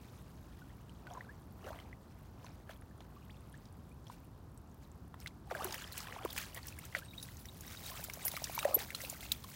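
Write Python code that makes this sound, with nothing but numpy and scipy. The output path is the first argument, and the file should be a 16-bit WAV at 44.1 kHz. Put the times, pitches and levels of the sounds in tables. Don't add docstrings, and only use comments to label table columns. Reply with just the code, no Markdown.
import sys
import numpy as np
from scipy import signal
from scipy.fft import rfft, irfft, next_fast_len
from scipy.io import wavfile
from scipy.ndimage import uniform_filter1d, map_coordinates

SR = 44100
rng = np.random.default_rng(int(sys.argv[2]) if len(sys.argv) > 2 else 0)


def master_out(mix):
    frames = np.transpose(np.atleast_2d(mix))
    ceiling = np.clip(frames, -1, 1)
    pcm = np.round(ceiling * 32767).astype(np.int16)
    wavfile.write(sys.argv[1], SR, pcm)


def volts_from_decibels(level):
    exponent = np.asarray(level, float) / 20
    return 10 ** exponent


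N = 421155

# (time [s], chatter level [dB])
SHAKE = [
    (7.101, -66),
    (7.9, -66),
    (8.5, -60),
    (9.15, -63),
]
# (pitch [Hz], time to fall 60 dB [s])
TAG_MODES = [(11865, 0.058), (10350, 0.093), (15300, 0.097)]


def unit(x):
    return x / np.sqrt(np.mean(x ** 2) + 1e-20)


def coloured(x, spectrum):
    size = next_fast_len(x.shape[-1] + 2048)
    hz, db = np.transpose(spectrum)
    gain = volts_from_decibels(np.interp(np.log(np.fft.rfftfreq(size, 1 / SR) + 1), np.log(hz), db))
    return irfft(rfft(x, size) * gain, size)[..., :x.shape[-1]]


def wobble(rate):
    points = rng.standard_normal(int(N * rate / SR) + 4)
    return map_coordinates(points, [np.arange(N) * rate / SR])


def placed(start_s, waves):
    at = np.round(start_s * SR).astype(int)[:, None] + np.arange(waves.shape[1])
    return np.bincount(at.ravel(), waves.ravel(), N + SR)[:N]


def chirps(start_s, db, hz, life, glide, size, rise=0.16):
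    age = np.arange(size) / SR / life[:, None]
    swell = (1 - np.exp(-age / rise)) * np.exp(-1.6 * age) * (age < 3)
    pitch = hz[:, None] * np.exp(glide[:, None] * np.minimum(age, 1.25))
    tone = np.sin(2 * np.pi * np.cumsum(pitch, axis=1) / SR)
    return placed(start_s, volts_from_decibels(db)[:, None] * swell * tone)


def swarm(count, hz, spread, cycles, scatter_db, size):
    pitch = np.clip(hz * np.exp(spread * rng.standard_normal(count)), 200, 15500)
    db = scatter_db * np.minimum(rng.exponential(size=count), 4)
    start_s = rng.uniform(0, N / SR, count)
    glide = rng.normal(0.12, 0.161, count)
    return unit(chirps(start_s, db, pitch, cycles / pitch, glide, size))


def stirring():
    # (time [s], time to fall 20 dB [s], slosh level [dB], depth as gurgle over slosh [dB])
    strokes = [(0.01, 2.5, -68.5, -13), (1.13, .25, -65, 9.5), (1.24, 0, -69, 12), (1.68, 0.2, -57, 6.5),
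               (1.8, 0.14, -69, 2), (2.13, 0.8, -75, -6), (2.45, 0.34, -66, 2), (2.71, 0.06, -58.5, 0.5),
               (3.01, 0.2, -72, 6), (3.2, 1.2, -73.5, -4), (3.55, 0.3, -70.5, -6), (3.67, .1, -75, -11),
               (4.12, 0.14, -63.5, -13), (4.83, 0.04, -68.5, -15), (5.22, 0.1, -63.5, -17),
               (5.52, .06, -52, 6.5), (5.62, .22, -48, 0), (5.74, .4, -51, -9), (5.98, 0.19, -50.5, -11),
               (6.15, .55, -57, 1.5), (6.31, .16, -58, -30), (6.38, 0.19, -48.5, -19),
               (6.57, 0.05, -48.5, -10), (6.68, 0.2, -59, -29), (6.82, 0.32, -59, -16),
               (6.96, 0.1, -53, -12)]
    # (time [s], time to fall 20 dB [s], slosh level [dB], depth as gurgle over slosh [dB])
    flings = [(7.24, 0.55, -64.5, -24), (7.7, 0.73, -60.5, -7.5), (7.89, 0.63, -53, -7.5),
              (8.27, 0.56, -55, -7.5), (8.5, 0.75, -54.5, -9), (8.68, .2, -54, 7), (8.8, .12, -48.5, -5),
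              (9.04, 0.41, -54, -8), (9.23, 0.13, -55, -10), (9.33, 0.18, -60, -12), (9.54, 0.44, -59, -19)]
    # gurgle, slosh and spray levels [dB]
    ripple_db = (-79, -81.5, -78)
    rise_share = 0.48
    leg_spray_db, coat_spray_db = -1.5, 3.5
    depth_dulls = 0.23
    t = np.arange(0, N, 64) / SR
    power = volts_from_decibels(2 * np.array(ripple_db))[:, None] + 0 * t
    for rows, spray_db in ((strokes, leg_spray_db), (flings, coat_spray_db)):
        for s, fall_s, db, depth_db in rows:
            if_falling, if_rising = t - s, (s - t) / rise_share
            with np.errstate(all="ignore"):
                level_db = db - 20 * np.maximum(if_falling, if_rising) / fall_s
            offsets_db = np.array([[depth_db], [0], [spray_db - depth_dulls * depth_db]])
            power = power + volts_from_decibels(2 * (level_db + offsets_db))
    return [np.interp(np.arange(N) / SR, t, 10 * np.log10(p)) for p in power]


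def wash():
    # (frequency [Hz], density [dB per Hz])
    spray_colour = [(2500, -26), (4500, -10), (8000, -20), (12000, -7.5), (16000, -2)]
    gurgle_db, slosh_db, spray_db = stirring()
    surge = wobble(35)
    gurgle = swarm(count=3000, hz=848, spread=0.374, cycles=3.6, scatter_db=1.8, size=1024)
    fizz = swarm(count=9000, hz=2603, spread=0.457, cycles=4.4, scatter_db=3.3, size=256)
    blips = swarm(count=1500, hz=2400, spread=0.5, cycles=10.35, scatter_db=3.5, size=768)
    slosh = volts_from_decibels(2 * surge) * fizz + volts_from_decibels(-3.5) * blips

    crackles = np.minimum(rng.exponential(size=N), 3) * (rng.random(N) < 0.003)
    clumps_db = 8.5 * crackles + 0.83 * surge + 2.8 * wobble(90)
    spray = unit(coloured(rng.standard_normal(N) * volts_from_decibels(clumps_db), spray_colour))
    mist = coloured(spray, [(9000, -26), (13000, -1.5)])
    before_shake = np.arange(N) / SR < SHAKE[0][0]
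    spray = spray - 0.41 * mist * before_shake
    fine = swarm(count=20000, hz=7800, spread=0.485, cycles=5.8, scatter_db=1.5, size=128)
    spray = spray + volts_from_decibels(-3.5 + 1.5 * surge) * fine

    fur_drips = swarm(count=600, hz=12500, spread=0.25, cycles=3.9, scatter_db=3.5, size=160)
    water = volts_from_decibels(gurgle_db + 1.5) * gurgle + volts_from_decibels(slosh_db - 2.3) * slosh
    return water + volts_from_decibels(spray_db - 1.3) * spray + volts_from_decibels(-80) * fur_drips


def pockets(start_s, db, hz, life_s, glide):
    return chirps(start_s, db + 8, hz, 0.78 * life_s, 0.72 * glide, size=4096)


def gulps():
    # (time [s], peak level [dB], start pitch [Hz], life [s], pitch glide [log ratio])
    gulp_rows = [(0.618, -55, 1470, .013, 0), (1.071, -51.5, 1510, .016, -0.054),
                 (1.109, -46.5, 764, .018, -.1), (1.13, -54, 810, .009, -.28), (1.15, -49, 1030, .011, 0.1),
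                 (1.171, -43.5, 1003, 0.015, 0), (1.29, -50.5, 1590, .019, .16),
                 (3.541, -53, 1620, .011, .17), (5.511, -43, 805, 0.0096, .4),
                 (5.513, -37.5, 661, .017, -.71), (5.55, -46, 633, 0.039, -0.13),
                 (5.603, -43, 1068, 0.027, 0.39), (5.649, -40, 377, 0.026, -0.01),
                 (9.443, -47, 1150, 0.0074, -0.12), (6.162, -42, 1070, 0.0095, -0.57),
                 (6.573, -50, 1910, 0.017, 0), (8.566, -48, 2200, 0.016, 0.084),
                 (8.652, -22.5, 594, .012, -.05), (8.677, -36, 763, .012, -0.14),
                 (8.708, -38, 676, .012, -0.32), (8.731, -43.5, 1110, .009, .19),
                 (8.735, -39.5, 630, 0.012, -0.035), (8.765, -36, 332, 0.016, 0.97)]
    return pockets(*np.transpose(gulp_rows))


def plops():
    # (time [s], peak level [dB], start pitch [Hz], pitch glide [log ratio])
    plop_rows = [(1.208, -41, 1750, .17), (1.668, -48, 605, 0.098), (1.705, -41, 650, -0.16),
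                 (1.73, -46, 1200, -.07), (1.789, -49.5, 2090, 0), (1.929, -46, 2010, -0.011),
                 (2.445, -48, 1070, -.14), (2.696, -44.5, 596, 0.12), (3.005, -49, 900, -0.59),
                 (4.099, -43, 1020, -0.056), (5.262, -45, 2050, -0.15), (5.55, -35, 1520, 0.099),
                 (5.607, -36.5, 880, -.19), (5.842, -42, 3210, -0.02), (6.124, -40.5, 1490, 0.77),
                 (6.25, -30, 558, -.72), (6.257, -35, 1150, -0.23), (6.305, -43, 3100, .31),
                 (6.788, -44.5, 2120, .06), (6.9495, -30, 2060, -0.08), (7.287, -49.5, 1820, .17),
                 (8.28, -38.5, 2030, .05), (8.373, -39, 1200, 0.018), (8.578, -30.5, 1036, -0.2),
                 (8.59, -32.5, 2350, 0), (8.629, -36.5, 1330, -0.17), (8.802, -43.5, 1800, 0.37),
                 (9.037, -45, 520, 0.066), (9.127, -43.5, 776, -0.42), (9.318, -24.5, 3860, 0.0067)]
    s, db, hz, glide = np.transpose(plop_rows)
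    life_s = 0.0057 * (1000 / hz) ** 0.37
    return pockets(s, db, hz, life_s, glide)


def drips():
    # (time [s], peak level [dB], start pitch [Hz], pitch glide [log ratio])
    drip_rows = [(.698, -64.5, 1700, .38), (3.165, -56, 1130, .05), (3.294, -57, 1500, 1.27),
                 (3.913, -66, 2350, 0.097), (3.225, -68, 2300, .4), (5.22, -64, 2400, -0.3),
                 (6.05, -56, 890, .3), (6.082, -49.5, 1010, 0.13), (6.185, -50, 1050, 0.38),
                 (6.212, -49, 740, .08), (6.964, -45.5, 640, -.26), (7.02, -52, 1490, .2),
                 (7.133, -54.5, 2130, 0.49)]
    s, db, hz, glide = np.transpose(drip_rows)
    return pockets(s, db, hz, 0.017 + 0 * s, glide)


def splats():
    # (time [s], peak level [dB], centre [Hz])
    tick_rows = [(0.8949, -52, 3100), (1.069, -39, 1500), (1.136, -45.5, 6690), (1.642, -50, 2830),
                 (1.663, -42, 2050), (1.8, -42, 3100), (2.445, -50, 6170), (2.4652, -45, 2540),
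                 (2.693, -37.5, 1600), (2.821, -47, 1450), (3.0052, -46, 3320), (3.6546, -50, 5160),
                 (4.0682, -45, 3370), (4.575, -50.5, 8300), (5.142, -39, 1040), (5.2013, -46, 5300),
                 (5.2606, -34, 1900), (5.2718, -32.5, 3800)]
    # (time [s], peak level [dB], centre [Hz], hiss level [dB])
    trot_rows = [ (5.5102, -32.5, 1490, -67), (5.55, -41, 1610, -54), (5.6425, -37, 1540, -40.5),
                 (5.707, -38, 5420, -67), (5.7235, -30, 4770, -52), (5.742, -31.5, 1810, -45.5),
                 (5.922, -39, 4070, -47.5), (5.9763, -34, 2350, -41.5), (6.0034, -34, 5060, -65),
                 (6.0712, -34.5, 1770, -59), (6.248, -31, 1480, -49), (6.3024, -40, 3640, -56),
                 (6.327, -43, 3160, -50), (6.3635, -34, 1660, -49), (6.3782, -24.5, 2430, -40.5),
                 (6.5448, -51, 1970, -47), (6.6686, -50, 8510, -48.5), (6.683, -36.5, 5630, -50),
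                 (6.787, -53, 2010, -49.5), (6.8513, -43, 6210, -52), (6.9498, -20.5, 1540, -77),
                 (6.986, -37, 2560, -47)]
    # (time [s], peak level [dB], centre [Hz], hiss level [dB])
    shaken_rows = [(7.227, -34.5, 5500, -68.5), (7.369, -41.5, 6400, -63), (7.454, -41, 1990, -55),
                   (7.6074, -44, 6430, -51), (7.6779, -44, 2030, -60), (7.8613, -57, 3780, -49),
                   (8.039, -33.5, 7460, -42), (8.098, -32.5, 2260, -52), (8.1356, -34, 5900, -46),
                   (8.2496, -38, 7000, -39.5), (8.28, -28.5, 5170, -45), (8.3154, -34.5, 3760, -46),
                   (8.336, -42, 2210, -57), (8.3658, -28.5, 2310, -48), (8.4411, -22, 5600, -44),
                   (8.5465, -40, 2240, -49), (8.5894, -25, 2380, -40), (8.6285, -30, 2860, -51),
                   (8.6479, -26, 1720, -43.5), (8.741, -36, 7930, -45), (8.789, -33, 1940, -46),
                   (8.9043, -33.5, 2100, -54), (8.9477, -24, 4100, -44), (9.004, -37, 2010, -49),
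                   (9.015, -34.5, 6300, -48), (9.0484, -35, 2640, -51), (9.098, -30.5, 7100, -43),
                   (9.2065, -40.5, 3420, -50), (9.3177, -22.5, 4000, -36), (9.44, -37.5, 4360, -53)]
    # (frequency [Hz], density [dB per Hz])
    hiss_colour = [(4000, -11), (7500, 3), (11000, 1.5), (16000, 7)]
    ticks = np.array(tick_rows)
    ticks = np.column_stack([ticks, ticks[:, 1] - 30])
    s, db, hz, hiss_db = np.vstack([ticks, trot_rows, shaken_rows]).T[:, :, None]
    t, f = np.arange(4096) / SR, np.fft.rfftfreq(4096, 1 / SR)

    def noise():
        return rng.standard_normal((len(s), len(t)))

    uneven = np.clip(unit(uniform_filter1d(noise(), size=60)), -2, 2)
    ragged = volts_from_decibels(3.9 * np.minimum(t / 0.0055, 1) * uneven)
    resonance = 0.9 * hz * f / np.abs(hz ** 2 - f ** 2 + 0.9j * hz * f)
    slap = irfft(rfft(noise()) * resonance ** 2)
    slap = slap / slap.std(axis=1, keepdims=True)
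    slap = volts_from_decibels(db - 9.5) * (1 - np.exp(-t / 0.00052)) * slap
    hiss = unit(coloured(noise(), hiss_colour))
    hiss = volts_from_decibels(hiss_db + 11) * (1 - np.exp(-(t / 0.0014) ** 2)) * hiss
    pop = (1 - np.exp(-t / 0.00038)) * volts_from_decibels(-60 * t / 0.0086) * np.sin(2 * np.pi * hz * t)
    life_s = 0.02 * volts_from_decibels(0.047 * (np.maximum(db, hiss_db + 22) + 27))
    age = t / life_s
    fall = volts_from_decibels(-60 * age) + volts_from_decibels(-16 - 15 * age)
    return placed(s[:, 0], volts_from_decibels(db) * pop + fall * ragged * (slap + hiss))


def droplets():
    # (time [s], peak level [dB], pitch [Hz])
    wade_drops = [(0.6943, -51.2, 3140), (0.8945, -46.9, 2890), (0.8952, -47.8, 7940),
                  (1.0694, -50.0, 4300), (1.1028, -43.1, 3060), (1.118, -46.5, 5450), (1.2472, -44.0, 1400),
                  (1.6427, -44.7, 2730), (1.655, -47.8, 2560), (1.6666, -46.0, 5540), (1.7885, -41.9, 2890),
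                  (1.7987, -45.5, 990), (2.4582, -44.2, 5790), (2.4648, -41.8, 3960), (2.7035, -44.7, 3140),
                  (2.7093, -45.3, 3060), (2.7347, -50.0, 3960), (2.7608, -50.3, 3140),
                  (2.8123, -45.2, 10090), (2.9111, -49.2, 1650), (3.022, -50.3, 3800),
                  (3.2209, -53.4, 2650), (3.3072, -44.3, 3230), (3.3435, -49.4, 2560),
                  (3.3682, -50.0, 3310), (3.5271, -52.9, 3060), (3.5271, -44.3, 9510),
                  (3.5764, -45.1, 7780), (3.6562, -52.7, 3480), (3.6867, -52.2, 4460),
                  (4.0728, -47.1, 3140), (4.0815, -44.4, 5380), (4.0981, -48.3, 3310),
                  (4.5763, -42.4, 7940), (4.7149, -51.5, 6290), (4.8492, -51.6, 3640),
                  (5.1416, -48.4, 3310), (5.2018, -38.2, 13230), (5.2025, -45.8, 5880),
                  (5.2127, -42.9, 5040), (5.2192, -46.4, 7530), (5.2316, -42.8, 8190),
                  (5.2439, -40.8, 13560), (5.2606, -33.8, 1900), (5.2723, -39.2, 1400),
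                  (5.2773, -38.1, 8100), (5.278, -38.6, 3230), (5.3071, -52.6, 1990)]
    # (time [s], peak level [dB], pitch [Hz])
    trot_drops = [(5.474, -41.1, 750), (5.5008, -40.2, 1160), (5.5095, -39.3, 5380), (5.5574, -32.6, 580),
                  (5.5952, -32.6, 750), (5.6024, -38.8, 2650), (5.6285, -34.8, 660), (5.6307, -34.4, 3230),
                  (5.6343, -34.4, 580), (5.6438, -33.6, 2730), (5.6459, -20.8, 11000),
                  (5.6742, -34.7, 5700), (5.725, -29.9, 6120), (5.7279, -35.5, 830), (5.7373, -35.8, 3390),
                  (5.7431, -30.0, 5040), (5.7526, -32.1, 2980), (5.7794, -34.6, 6530),
                  (5.7809, -33.4, 2730), (5.7903, -37.1, 4300), (5.8215, -35.7, 6450),
                  (5.8759, -36.3, 4800), (5.9166, -38.2, 4390), (5.9318, -33.8, 3960),
                  (5.9413, -41.1, 1570), (5.9565, -38.2, 2980), (5.9811, -32.0, 5540),
                  (6.0044, -40.6, 1160), (6.0697, -37.2, 3140), (6.0842, -40.1, 2400),
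                  (6.0987, -40.1, 1160), (6.1582, -40.1, 3060), (6.2235, -40.8, 2150), (6.233, -37.8, 3060),
                  (6.2895, -37.4, 3310), (6.3048, -34.6, 4630), (6.3301, -26.2, 12820),
                  (6.3643, -34.3, 3060), (6.3701, -34.9, 4880), (6.3781, -28.6, 6290),
                  (6.3868, -34.6, 1400), (6.3868, -31.7, 7110), (6.3984, -39.4, 2310),
                  (6.4137, -38.1, 1160), (6.4194, -38.7, 3480), (6.4223, -39.5, 1570),
                  (6.4281, -35.8, 5790), (6.5305, -40.7, 2730), (6.553, -39.5, 1990), (6.5725, -34.6, 1810),
                  (6.6306, -35.0, 4300), (6.6697, -29.5, 13800), (6.6828, -29.9, 5540),
                  (6.7249, -37.0, 2400), (6.7786, -43.3, 1570), (6.7909, -30.9, 8760),
                  (6.9259, -40.7, 1900), (6.9658, -35.9, 4460), (6.976, -40.2, 3480), (6.9847, -38.1, 4140)]
    # (time [s], peak level [dB], pitch [Hz])
    shake_drops = [(7.1995, -34.5, 3720), (7.4563, -33.5, 5450), (7.4868, -37.1, 3550),
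                   (7.608, -37.9, 6200), (7.6791, -34.0, 5450), (7.8946, -40.9, 1740),
                   (7.9614, -41.5, 2060), (8.0282, -39.0, 2310), (8.0383, -38.0, 2980),
                   (8.0478, -41.5, 1320), (8.0985, -35.1, 5290), (8.0985, -32.6, 2150),
                   (8.195, -41.1, 2240), (8.2088, -39.1, 2150), (8.2291, -32.1, 8020), (8.248, -40.4, 990),
                   (8.3561, -30.5, 3720), (8.367, -29.6, 5210), (8.3975, -38.3, 1900),
                   (8.4418, -31.4, 2980), (8.4577, -38.0, 3550), (8.4722, -34.2, 1740),
                   (8.5013, -38.2, 2240), (8.5803, -37.5, 3390), (8.5898, -24.3, 5700),
                   (8.597, -25.6, 8190), (8.6282, -29.5, 2650), (8.6493, -33.0, 6120),
                   (8.6877, -39.1, 2810), (8.6899, -30.8, 500), (8.7436, -33.3, 6360), (8.745, -34.5, 580),
                   (8.753, -37.7, 3230), (8.79, -34.4, 5790), (8.7958, -34.5, 4210), (8.806, -32.0, 3640),
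                   (8.8089, -35.6, 750), (8.8177, -37.1, 830), (8.8183, -35.3, 4550), (8.9185, -37.6, 1650),
                   (8.9279, -41.1, 2060), (8.9475, -35.5, 1240), (8.9526, -30.6, 7360),
                   (9.0041, -35.7, 1990), (9.0382, -33.1, 3800), (9.0491, -33.5, 3720),
                   (9.0593, -38.1, 2480), (9.0984, -28.6, 8020), (9.1456, -42.4, 1400),
                   (9.253, -37.3, 2560), (9.2624, -38.2, 2480), (9.3219, -24.8, 6360),
                   (9.3386, -40.1, 2240), (9.348, -38.4, 3230), (9.4395, -38.4, 3230)]
    s, db, hz = np.vstack([wade_drops, trot_drops, shake_drops]).T
    touch = chirps(s, db - 7, 10500 + 0 * s, 0.0003 + 0 * s, 0 * s, size=64)
    life_s = 0.005 * (1000 / hz) ** 0.7
    return touch + chirps(s, db - 0.7, hz, life_s, 0.08 + 0 * s, size=1024, rise=0.3)


def ear_flaps():
    k = np.arange(7)
    start_s = 7.995 + 0.0915 * k - 0.0013 * k ** 2
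    flap_hz = 684 * np.exp(0.056 * rng.standard_normal(len(k)))
    flaps = pockets(start_s, -46.5 + 1.5 * k, flap_hz, 0.0041 + 0 * k, 0 * k - 0.06)
    thuds = pockets(start_s, -54.5 + 0 * k, 173 + 0 * k, 0.034 + 0 * k, 0 * k)
    return flaps + thuds


def jingle(hits, modes, stop_s):
    rows, t = np.array(hits), np.arange(4096) / SR
    levels = np.column_stack([rows[:, 1], rows[:, 1:2] + rows[:, 2:]])
    touch_s = stop_s * np.exp(0.2 * rng.standard_normal((len(rows), 1)))
    stopped = 1 / (1 + (t / touch_s) ** 8)
    ringing = np.zeros((len(rows), len(t)))
    for (hz, t60), db in zip(modes, levels.T):
        beating = volts_from_decibels(4.3 * unit(uniform_filter1d(rng.standard_normal(ringing.shape), size=200)))
        tune = 1 + 0.0018 * rng.standard_normal((len(rows), 1))
        fading = volts_from_decibels(db[:, None] - 60 * t / t60)
        ringing += beating * fading * np.sin(2 * np.pi * hz * tune * t)
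    return placed(rows[:, 0], volts_from_decibels(1.5) * (1 - np.exp(-t / 0.0011)) * stopped * ringing)


def collar_tag():
    # (time [s], peak level [dB], second mode over first [dB], third mode over first [dB])
    tag_hits = [(3.6027, -80, 0, -13), (3.9045, -78, -1, -5), (7.227, -59, 12.5, 5), (7.61, -55, -3, -15),
                (8.039, -63, 5, 7), (8.2515, -30, -7, -7), (8.2664, -31, -12, -12), (8.279, -34, -8, -12),
                (8.3649, -50, -1, -2), (8.518, -51, -4, -2), (8.548, -35, -10, -10),
                (8.7429, -21.5, -20, -28), (9.0498, -52, -8, -20), (9.0982, -44, -22, -5)]
    return jingle(tag_hits, TAG_MODES, stop_s=0.023)


def tag_chatter(count=60):
    s, db = np.transpose(SHAKE)
    at = rng.uniform(s[0], s[-1], count)
    luck = rng.standard_normal((count, 3))
    tap_db = np.interp(at, s, db) + 4.5 * luck[:, 0]
    taps = np.column_stack([at, tap_db, 4 * luck[:, 1:] - 2])
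    return jingle(taps, TAG_MODES, stop_s=0.03)


def collar_ring():
    # (time [s], peak level [dB], second mode over first [dB])
    ring_hits = [(7.0459, -66.5, 10), (7.0818, -55.5, -16), (7.109, -56, -18), (7.1781, -45, -24),
                 (7.2275, -50, -21), (7.4849, -50.5, -9), (7.672, -47.5, -24), (7.7707, -50.5, -13),
                 (7.8331, -51, -25), (7.86, -50, -12), (8.2227, -48, -12), (8.3554, -50.5, -22),
                 (8.5979, -43, -9)]
    # (pitch [Hz], time to fall 60 dB [s])
    ring_modes = [(3790, 0.075), (8450, 0.093)]
    free = jingle(ring_hits[:4], ring_modes, stop_s=0.036)
    return free + jingle(ring_hits[4:], ring_modes, stop_s=0.015)


def distance():
    # (frequency [Hz], density [dB per Hz])
    far_colour = [(20, -44), (40, -9), (65, 0.5), (134, -4), (250, -10.5), (500, -21), (1000, -22.5),
                  (1500, -30), (2200, -42), (4800, -43), (9000, -49), (16000, -46.5)]
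    level_db = -53.5 + 0.5 * wobble(1.5)
    return volts_from_decibels(level_db) * unit(coloured(rng.standard_normal(N), far_colour))


def scene():
    water = wash() + gulps() + plops() + drips() + splats() + droplets()
    metal = collar_tag() + tag_chatter() + collar_ring()
    return (water + ear_flaps() + metal + distance())[None]


def low_pass(x):
    return signal.sosfilt(signal.butter(12, 16990, fs=SR, output="sos"), x)


def record(dry):
    top_hz = 15850
    limited = coloured(dry, [(20, 0), (top_hz, 0), (top_hz + 150, -28), (top_hz + 900, -45)])
    return low_pass(limited)


dry = scene()
out = record(dry)
master_out(out)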